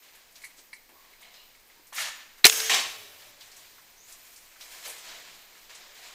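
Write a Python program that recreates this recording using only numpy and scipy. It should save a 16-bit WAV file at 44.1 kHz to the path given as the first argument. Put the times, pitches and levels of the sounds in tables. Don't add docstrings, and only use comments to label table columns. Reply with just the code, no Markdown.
import sys
import numpy as np
from scipy import signal
from scipy.fft import rfft, irfft
from scipy.io import wavfile
from scipy.ndimage import uniform_filter1d

SR = 44100
rng = np.random.default_rng(int(sys.argv[2]) if len(sys.argv) > 2 else 0)


def store_pcm(level_fs):
    pcm = np.round(np.clip(level_fs, -1, 1) * 32767).astype(np.int16)
    wavfile.write(sys.argv[1], SR, np.atleast_2d(pcm).T)


def invert_db(x):
    u = np.asarray(x, float) / 20
    return 10 ** u


N = 270856

# start_s, peak_db, rise_s, hold_s, t60_s
AFTERSHOT = [
    (2.466, -19.5, 0.0022, .001, 0.018),
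    (2.47, -30, 0.0039, .001, 0.28),
    (2.505, -36, .022, 0.2, .3),
    (2.515, -42, 0.014, .005, .3),
]
IMPACT = [
    (2.695, -24.5, 0.007, 0.044, 0.49),
    (2.75, -42, 0.04, 0.017, 1.37),
]
SLIDE = [
    (1.926, -49, 0.0024, 0.017, .3),
    (1.935, -34, 0.059, 0.022, 0.63),
    (2.1, -63.5, 0.16, .05, 1.6),
]
# start_s, peak_db, rise_s, t60_s, brightness_db
SCUFFLE = [(0.01, -59, 0.022, 1.5, -3), (.135, -63, 0.0072, 1.7, -1), (.34, -59, 0.023, 1.5, 5),
           (.49, -75, .02, .3, 6.5), (.565, -58, 0.027, 0.16, 2.5), (.88, -62, 0.16, 2.5, -7),
           (1.19, -58, 0.024, 1.7, -14.5), (1.32, -59.5, 0.026, 1.1, -3.5), (1.67, -63, 0.036, 1.4, -9),
           (2.35, -59, 0.038, 0.28, 6), (3.14, -55.5, 0.067, 1.9, 0), (3.39, -56, 0.024, 1.5, 4),
           (3.52, -58, 0.055, 3.6, 7.5), (4.04, -56.5, 0.072, 1.1, 9), (4.234, -60.5, 0.018, 8.9, 11),
           (4.59, -53, 0.017, 1.6, 5), (4.67, -51.5, 0.055, 3.7, 5.5), (4.818, -45.5, 0.041, 1.04, 3.5),
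           (5.018, -47, 0.059, 1.84, -6.5), (5.31, -57.5, 0.046, 0.19, 5), (5.5, -60, 0.068, 2.6, 3.5),
           (5.685, -51.5, 0.013, 2.4, -7), (5.93, -53, 0.045, 2.4, -0.5), (6.0, -51, 0.065, 0.7, -4.5)]


def rms_one(x):
    return x / np.sqrt(np.mean(x ** 2) + 1e-20)


def filtered(x, order, hz, kind="low"):
    return signal.sosfilt(signal.butter(order, hz, kind, fs=SR, output="sos"), x)


def at_hz(points, hz):
    points_hz, points_db = np.transpose(points)
    return np.interp(np.log(hz), np.log(points_hz), points_db)


def place(out, s, piece):
    i = round(s * SR)
    return out + np.pad(piece, (i, N))[:N]


def ring(clicks, hz, t60):
    r, w = invert_db(-60 / (t60 * SR)), 2 * np.pi * hz / SR
    return signal.lfilter([0, np.sin(w)], [1, -2 * r * np.cos(w), r * r], clicks + 1e-18)


def drift(rate):
    knots = rng.standard_normal(N // 64 + 2000)
    r = np.exp(-128 * np.pi * rate / SR)
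    slow = signal.lfilter([1], [1, -2 * r, r * r], knots)[1998:]
    return np.interp(np.arange(N) / 64, np.arange(len(slow)), rms_one(slow))


def swells(rows):
    rise_power, ageing_stops_s = 1.3, 0.35
    s, peak_db, rise, hold, t60 = np.transpose(rows)[:, :, None]
    age = np.arange(0, N + 64, 64) / SR - s
    rising_db = 20 * rise_power * np.log10(np.clip(age / rise, 1e-9, 1))
    falling_db = 60 * np.maximum(age - rise - hold, 0) / t60
    return peak_db + rising_db - falling_db, np.clip(age, 0, ageing_stops_s)


def scuffle_swells():
    return [(s, db, rise, 0, t60) for s, db, rise, t60, _ in SCUFFLE]


def full_rate(power):
    return np.interp(np.arange(N) / 64, np.arange(power.shape[1]), power.sum(axis=0))


def blows():
    blow_s = [2.4428, 2.4445, 2.4462, 2.4519, 2.4542, 2.4570, 2.4596, 2.4659, 2.4688, 2.4971, 2.4982,
              2.5253, 2.6014, 2.6962, 2.4404, 2.4745, 2.4622, 2.4478]
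    # peak_db, ring_hz, ring_t60_s, spray_minus_ring_db
    blow_rings = [(-13.5, 2000, 0.043, 3.5), (8, 4100, 0.0096, -15), (-0.5, 2600, 0.011, -6.5),
                  (6.5, 4000, 0.0097, 10.5), (-0.5, 4400, .010, 0.5), (-5.5, 6000, .011, 5.5),
                  (2, 2350, 0.008, 3), (0, 5000, 0.0085, 3), (-14, 4200, 0.02, 6),
                  (-12.5, 6800, 0.017, 0.5), (-13, 3300, 0.010, 3), (-22, 2300, .019, 0),
                  (-23, 5000, 0.035, 5), (-15.5, 2000, 0.029, 1.5), (-43, 4000, .05, 7.5),
                  (-22, 2100, 0.047, -5.5), (-13.5, 3500, 0.016, 6), (-4.5, 1900, 0.0097, -7)]
    spray_cut_hz, db_per_octave = 11000, 21.5
    out, t = np.zeros(N), np.arange(4000) / SR
    for s, (peak_db, hz, t60, spray_db) in zip(blow_s, blow_rings):
        cut_hz = spray_cut_hz * 2 ** ((peak_db + spray_db) / db_per_octave)
        noise = rng.standard_normal((2, len(t)))
        decay = invert_db(-60 * t / t60) * np.minimum(t / 0.00018, 1)
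        wobble = 0.16 * np.cumsum(signal.lfilter([.1], [1, -.9], noise[0]))
        tone = np.sin(2 * np.pi * hz * t + wobble)
        spray = rms_one(filtered(noise[1], 2, [1500, min(cut_hz, 18000)], "band"))
        out = place(out, s, invert_db(peak_db) * decay * (tone + invert_db(spray_db) * spray * .5))
    return out


def stock_and_barrel():
    # mode_hz, level_db, t60_s
    stock_modes = [(65, -48.5, 0.08), (170, -47, 0.083), (310, -40, 0.019), (409.4, -14, 0.04),
                   (560, -20, .035), (720, -16, 0.045), (1750, -24.5, 0.06)]
    # time_s, level_db
    barrel_level = [(2.477, -36.5), (2.49, -42.5), (2.536, -50), (2.69, -47), (2.71, -43), (2.74, -47.5),
                    (2.76, -54)]
    stock_s, barrel_hz = 2.4525, 443.2
    push = place(np.zeros(N), stock_s, np.ones(1))
    thump = sum(invert_db(db) * ring(push, hz, t60) for hz, db, t60 in stock_modes)
    thump = filtered(thump, 2, 45, "high")
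    s, db = np.transpose(barrel_level)
    t = np.arange(N) / SR
    knots_s = np.r_[s[0] - .02, s, s[-1] + .08]
    knots_db = np.r_[db[0] - 6, db, -90]
    level = invert_db(np.interp(t, knots_s, knots_db, left=-200, right=-200))
    return thump + np.sqrt(2) * level * np.sin(2 * np.pi * barrel_hz * t)


def rings(rows, peaks, share_db):
    noise, out = rng.standard_normal(N), 0
    for k, (hz, width, db) in enumerate(peaks):
        r = np.exp(-np.pi * width / SR)
        poles = [1, -2 * r * np.cos(2 * np.pi * hz / SR), r * r]
        line = signal.lfilter([(1 - r * r) / 2, 0, (r * r - 1) / 2], poles, noise)
        out = out + (-1) ** k * invert_db(db) * line
    level_db, _ = swells(rows)
    return rms_one(out) * invert_db(share_db) * np.sqrt(full_rate(invert_db(2 * level_db)))


def roof_boom():
    # centre_hz, level_db, t60_s
    roof_band = (96, -70.5, 5.4)
    start_s = 2.76
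    hz, db, t60 = roof_band
    t = np.maximum(np.arange(N) / SR - start_s, 0)
    low = filtered(rng.standard_normal(N), 2, [hz / 1.11, hz * 1.23], "band")
    return invert_db(db) * rms_one(low) * invert_db(-60 * t / t60) * np.minimum(t / 0.05, 1)


def ringing_sheets():
    # line_hz, width_hz, level_db
    aftershot_lines = [(1640, 160, -4), (2230, 100, -4.5), (2920, 30, -10.5), (3240, 76, -1.5),
                       (4150, 80, -12), (4600, 50, -5.5), (5420, 130, -3.5), (6120, 130, -3),
                       (6570, 100, 3), (7350, 46, -4.5), (8220, 99, -6.5)]
    # line_hz, width_hz, level_db
    impact_lines = [(636, 28, -6.5), (755, 100, -6), (1100, 75, -2.5), (1824, 88, -3), (2354, 88, -2),
                    (2600, 28, -9), (3010, 50, -4), (3800, 51, -1), (4870, 41, -14.5), (5410, 93, -6),
                    (6260, 97, -6), (7420, 120, -7.5)]
    # line_hz, width_hz, level_db
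    slide_lines = [(1780, 120, 2.5), (2306, 200, -6.5), (2830, 61, -1), (3760, 45, -6.5), (5900, 56, -3.5),
                   (6530, 83, -9.5), (6800, 300, -5.5)]
    # line_hz, width_hz, level_db
    scuffle_lines = [(600, 66, -2.5), (700, 54, 1.5), (990, 180, -1), (2210, 180, -2), (3000, 20, -7),
                     (4080, 86, 0), (4600, 31, -6.5), (6900, 340, -3), (7850, 150, -7)]
    out = rings(AFTERSHOT, aftershot_lines, share_db=0.5)
    out = out + rings(IMPACT, impact_lines, share_db=-3)
    out = out + rings(SLIDE, slide_lines, share_db=-2.5)
    return out + rings(scuffle_swells(), scuffle_lines, share_db=-6.5)


def bursts(events, spread, offset_db, rise_s):
    out, t = np.zeros(N), np.arange(20000) / SR
    for s, db, hz, t60 in events:
        band = [hz / spread, min(hz * spread, 18000)]
        noise = rms_one(filtered(rng.standard_normal(len(t)), 2, band, "band"))
        shape = invert_db(-60 * t / t60) * np.minimum(t / rise_s, 1)
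        out = place(out, s, invert_db(db + offset_db) * noise * shape)
    return out


def far_contacts():
    # start_s, peak_db, pitch_hz, t60_s
    echoes = [(2.7035, -15.5, 2800, 0.039), (2.713, -13.5, 2400, 0.062), (2.7005, -19.5, 6500, 0.052),
              (2.7185, -18.5, 5500, .04), (2.731, -14.5, 2700, 0.056), (2.746, -14.5, 4000, .05),
              (2.7625, -18.5, 5500, 0.055), (2.777, -21, 3200, .05), (2.803, -23, 4500, .05),
              (2.537, -27.5, 5500, .04), (2.559, -21, 3200, .04), (2.578, -28.5, 6000, .04),
              (2.625, -21, 1700, .05), (2.645, -32, 3000, .04), (2.668, -29, 6000, .04)]
    # start_s, peak_db, pitch_hz, t60_s
    slide_knocks = [
        (1.924, -27, 990, 0.055),
        (1.9465, -26, 11900, 0.21),
        (1.9607, -24, 4890, .13),
        (1.9805, -16, 1780, 0.061),
        (2.0003, -18.5, 1800, 0.082),
    ]
    # start_s, peak_db, pitch_hz
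    far_ticks = [(0.149, -43, 2160), (.32, -47, 8000), (0.3538, -36, 4870), (.418, -39, 7850),
                 (.443, -31.5, 8100), (.735, -39, 7200), (.8894, -44, 2170), (1.2278, -39, 3010),
                 (1.3385, -40, 4040), (1.8664, -41, 6770), (2.3895, -43, 1640), (3.4067, -34, 4080),
                 (3.515, -38, 5430), (3.5648, -36.5, 6570), (3.584, -44, 4500), (3.6458, -42, 3000),
                 (3.781, -39, 1465), (4.121, -31.5, 6850), (4.3587, -34, 6600), (4.515, -45, 1980),
                 (4.5575, -41, 1760), (4.6079, -30, 4200), (4.8513, -49, 4620), (4.875, -32.5, 805),
                 (4.875, -26, 10000), (4.895, -25.5, 9500), (4.848, -36, 8000), (4.98, -35, 7500),
                 (5.5505, -46, 1770), (5.6994, -41, 1790), (5.7474, -33, 6600), (5.9514, -36.5, 3560),
                 (.035, -50, 11500), (.15, -42, 10500), (.36, -51, 11000), (.89, -48, 11000),
                 (1.212, -42, 7800), (1.55, -48, 7000), (1.597, -50, 8500), (1.67, -49, 11000),
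                 (1.868, -45, 11500)]
    # start_s, peak_db, pitch_hz, t60_s
    swishes = [(0.566, -44, 6300, 0.35), (0.574, -50, 300, 0.2), (.89, -51, 340, 0.59),
               (.89, -49.5, 850, 0.72), (1.79, -54, 320, 0.37), (2.86, -38.5, 13250, 2.8),
               (4.86, -40.5, 490, 0.58), (5.28, -56, 173, 0.7), (5.085, -46, 4200, .4),
               (6.1, -48, 1700, 0.56)]
    # start_s, level_db, pitch_hz, t60_s
    streaks = [(.94, -57.5, 1100, 0.54), (1.225, -57.5, 710, 0.36), (1.225, -58, 3000, 0.41),
               (1.225, -57, 3930, 0.39), (1.335, -54.5, 4050, 0.59), (1.34, -59, 5050, 0.51),
               (1.755, -60, 930, 0.31), (2.95, -61, 416, 0.97), (2.95, -66.5, 583, 8.3),
               (4.86, -49, 4570, .25), (4.87, -45, 2400, 0.24), (5.95, -63, 1900, .8),
               (2.59, -42, 1610, 0.34), (2.535, -42, 3130, .3), (.565, -58, 6800, .3), (.57, -59, 8000, .3),
               (1.24, -57, 2130, 0.44), (1.36, -56, 2940, 0.56), (2.7, -37, 1070, .5)]
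    tick_t60_s = 0.15
    broad = [(s, db, hz, tick_t60_s) for s, db, hz in far_ticks]
    broad = broad + list(swishes) + list(slide_knocks) + list(echoes)
    broad_noise = bursts(broad, spread=1.35, offset_db=-13, rise_s=.003)
    return broad_noise + bursts(streaks, spread=1.045, offset_db=0, rise_s=.03)


def fitting():
    # start_s, peak_db
    touches = [(0.418, -43), (.437, -38.5), (.4405, -32.5), (.45, -36), (.464, -49), (.7303, -32),
               (.7325, -37), (.736, -35), (.742, -52), (.749, -60), (1.135, -45.5), (1.226, -42.5),
               (1.25, -45), (1.55, -49), (1.7, -49)]
    # mode_hz, level_db, t60_s
    modes = [(1800, -10, 0.025), (1980, -3, 0.037), (2110, -7, 0.058), (2170, 2, 0.045),
             (2250, -2.5, 0.018), (4050, -4, 0.0098), (4320, -8, .03), (4700, -9.5, .025),
             (3130, -15, .012), (7900, -16, .02), (9500, -19, 0.02), (10600, -13, 0.022), (2700, -9, 0.013),
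             (5400, -16, .015), (996, -15, 0.037)]
    start_s, peak_db = np.transpose(touches)
    at = (start_s * SR).astype(int)
    luck = rng.normal(0, 1, (len(at), len(modes)))
    t = np.arange(300) / SR
    out = np.zeros(N)
    for k, (hz, db, t60) in enumerate(modes):
        clicks = np.zeros(N)
        clicks[at] = invert_db(peak_db + db - 16.5 + 1.4 * luck[:, k])
        rattle = np.cos(2 * np.pi * hz * t) + 0.39 * rng.standard_normal(300)
        rattle = rattle * invert_db(-60 * t / 0.0077)
        drive = abs(np.sum(rattle * np.exp(-2j * np.pi * hz * t)))
        rattle = 3.96 * rattle / drive
        out += ring(np.convolve(clicks, rattle)[:N], hz, t60)
    return out


def barn(x):
    t60_s, level_db = 0.29, -8.5
    t = np.arange(SR) / SR
    tail = rng.standard_normal(SR) * invert_db(-60 * t / t60_s) * np.minimum(t / 0.014, 1)
    return invert_db(level_db) * signal.fftconvolve(x, tail / np.sqrt(np.sum(tail ** 2)))[:N]


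def squeal():
    # from_hz, to_hz, width_hz, level_db
    climb = (5903, 7403, 450, -59)
    start_s, length_s = 3.955, 0.175
    from_hz, to_hz, width_hz, db = climb
    share = np.arange(int(length_s * SR)) / (length_s * SR)
    flutter = rms_one(filtered(rng.standard_normal((2, len(share))), 2, width_hz))
    phase = 2 * np.pi * np.cumsum(from_hz + (to_hz - from_hz) * share) / SR
    shape = np.minimum(share / 0.18, 1) * np.minimum((1 - share) / .1, 1)
    hiss = flutter[0] * np.cos(phase) + flutter[1] * np.sin(phase)
    return place(np.zeros(N), start_s, invert_db(db) * shape * hiss)


def band_power(rows, colour, ageing, hz, bass_db=0, treble_db=0):
    level_db, age = swells(rows)
    reference = np.mean(invert_db(2 * at_hz(colour, np.linspace(1500, 5000, 40)))) * 3500
    low_share = np.clip(np.log2(1800 / hz), 0, 1)
    high_share = np.clip(np.log2(hz / 4200) / 1.6, 0, 1)
    bass_tilt_db = low_share * (bass_db + ageing[0] + ageing[1] * age)
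    treble_tilt_db = high_share * (treble_db + ageing[2] + ageing[3] * age)
    return invert_db(2 * (level_db + bass_tilt_db + treble_tilt_db + at_hz(colour, hz))) / reference


def barn_wash(grain_db, patchy_db):
    # pitch_hz, density_db (dB per Hz)
    aftershot_colour = [(60, -29), (200, -24), (350, -18), (520, -11), (1310, -13.5), (1630, -7.5),
                        (2170, -9.5), (3160, -1.5), (3860, -9.5), (6670, -2), (7270, -8), (15600, -10.5),
                        (16200, -18.5)]
    impact_colour = [(59, -65), (100, -29), (306, -16.5), (439, -11.5), (590, -13.5), (1090, -17.5),
                     (1320, -7.5), (3000, 1), (6560, -5.5), (14000, -19), (15600, -17.5)]
    slide_colour = [(59, -63), (100, -31.5), (320, -26), (395, -44.5), (566, -17), (1340, -6), (1850, -6),
                    (2010, -1.5), (6840, -7), (13200, -12.5), (15600, -22)]
    scuffle_colour = [(59, -53), (100, -14), (300, -9), (379, -1.5), (699, -2), (1320, -3), (2590, -2.5),
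                      (8100, -5), (10700, -12.5), (13700, -5.5), (15600, -14.5)]
    hiss_colour = [(18, 8.5), (30, -4), (123, -13), (325, -8), (693, -8.5), (1080, -7.5), (1330, -13),
                   (2080, -4.5), (3250, -13), (4220, -9), (11400, -16), (13100, -17), (14800, -11.5),
                   (15600, -11)]
    # bass_start_db, bass_db_per_s, treble_start_db, treble_db_per_s
    aftershot_ageing = (1.5, -17, 6.5, -56)
    impact_ageing = (0, 26, 0.5, -9)
    slide_ageing = (3.5, 4.5, 3.5, -59.5)
    scuffle_ageing = (-9, 9.5, -0.5, -16)
    hiss_db, scuffle_treble_db = -60.5, -4
    bright_db = np.array(SCUFFLE)[:, -1:]
    thin_db = -0.12 * bright_db
    parts = [(SLIDE, slide_colour, slide_ageing), (AFTERSHOT, aftershot_colour, aftershot_ageing),
             (IMPACT, impact_colour, impact_ageing)]
    grains = rng.standard_normal((2, N)) * invert_db(grain_db * np.minimum(rng.exponential(1, (2, N)), 4))
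    grains = rms_one(grains)
    edges = np.r_[25 * 2 ** np.arange(-4 / 3, 9, 1 / 3), 13500, 14100, 14800, 15400, 16000]
    hiss_total = np.trapezoid(invert_db(2 * at_hz(hiss_colour, np.arange(30, 15800.))))
    out, together, gusts = np.zeros(N), drift(25), drift(7.5)
    for k, (low, high) in enumerate(zip(edges, edges[1:])):
        hz = np.sqrt(low * high)
        band = rms_one(filtered(grains[k % 2], 3, [low, high], "band"))
        far = band_power(scuffle_swells(), scuffle_colour, scuffle_ageing, hz,
                         thin_db, scuffle_treble_db + bright_db)
        moving = full_rate(np.vstack([far] + [band_power(*part, hz) for part in parts]))
        moving = moving * invert_db(2 * patchy_db * (together + drift(23.0)))
        lumps_db = 2.0 * gusts * (hz < 110)
        steady = invert_db(2 * (hiss_db + at_hz(hiss_colour, hz) + lumps_db)) / hiss_total
        out += band * np.sqrt((moving + steady) * (high - low))
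    return out


def whine():
    centre_hz, half_width_hz, wander_hz = 14120, 430, 120
    level_db, flicker_db = -65.5, 2.2
    flutter = rms_one(filtered(rng.standard_normal((2, N)), 6, half_width_hz))
    pitch_hz = centre_hz + wander_hz * (drift(2.5) + .7 * drift(15))
    phase = 2 * np.pi * np.cumsum(pitch_hz) / SR
    hiss = flutter[0] * np.cos(phase) + flutter[1] * np.sin(phase)
    return invert_db(level_db + flicker_db * drift(12)) * hiss


def side_rumble():
    level_db, corner_hz = -75.5, 30
    pole = np.exp(-2 * np.pi * corner_hz / SR)
    rumble = rms_one(signal.lfilter([1], [1, -pole], rng.standard_normal(N)))
    return invert_db(level_db) * filtered(rumble, 4, 900)


def scene():
    crack = filtered(blows(), 2, 600, "high")
    clinks = fitting()
    mid = crack + stock_and_barrel() + ringing_sheets() + roof_boom()
    mid = mid + far_contacts() + clinks + barn(clinks) + squeal()
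    mid = mid + barn_wash(grain_db=0.0, patchy_db=0.9) + whine()
    leak = invert_db(-19.5) * filtered(mid, 2, 300)
    side = side_rumble() + leak
    return np.array([mid + side, mid - side])


def flipped_treble(mid, from_level_db, burst_db, chance, depth, burst_share):
    flip_edges = [8950, 9650, 10350, 11000, 11700, 12400, 12950, 13500, 14500]
    frames = np.arange(N // 1024 + 2) * 1024
    level_db = 10 * np.log10(uniform_filter1d(np.pad(mid, (0, 2048)) ** 2, 2048) + 1e-12)
    odds = chance * np.clip((level_db[frames] - from_level_db) / 15, 0, 1)
    odds = odds * (level_db[frames] < burst_db)
    spectrum, hz, out = rfft(mid), np.arange(N // 2 + 1) * SR / N, np.zeros(N)
    for low, high in zip(flip_edges, flip_edges[1:]):
        flip = np.interp(np.arange(N), frames, rng.random(len(frames)) < odds)
        out += depth * flip * irfft(spectrum * (hz >= low) * (hz < high), N)
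    smeared = mid - 1.4 * np.roll(mid, 40)
    treble = irfft(rfft(smeared) * np.clip((hz - 7600) / 1500, 0, 1), N)
    return out + burst_share * treble * np.clip((level_db[:N] - burst_db) / 3, 0, 1)


def roll_off(x):
    return signal.sosfilt(signal.butter(12, 15780, fs=SR, output="sos"), x)


def record(dry):
    overloaded = dry / (1 + np.abs(dry / .97) ** 8) ** (1 / 8)
    bass_made = filtered(overloaded - dry, 1, 900)
    overloaded = overloaded - bass_made
    in_burst = uniform_filter1d(dry ** 2, 400) > .03
    loud_bass = filtered(overloaded * in_burst, 1, 220)
    left, right = overloaded - np.array([[.92], [.85]]) * loud_bass
    flipped = flipped_treble((left + right) / 2, from_level_db=-46, burst_db=-19,
                             chance=.16, depth=.9, burst_share=.2)
    sides = np.array([left, right - 2 * flipped])
    cut = signal.sosfilt(signal.cheby2(10, 50, 16300, fs=SR, output="sos"), sides)
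    mix = np.clip(cut, -1, 1)
    return roll_off(mix)


dry = scene()
out = record(dry)
store_pcm(out)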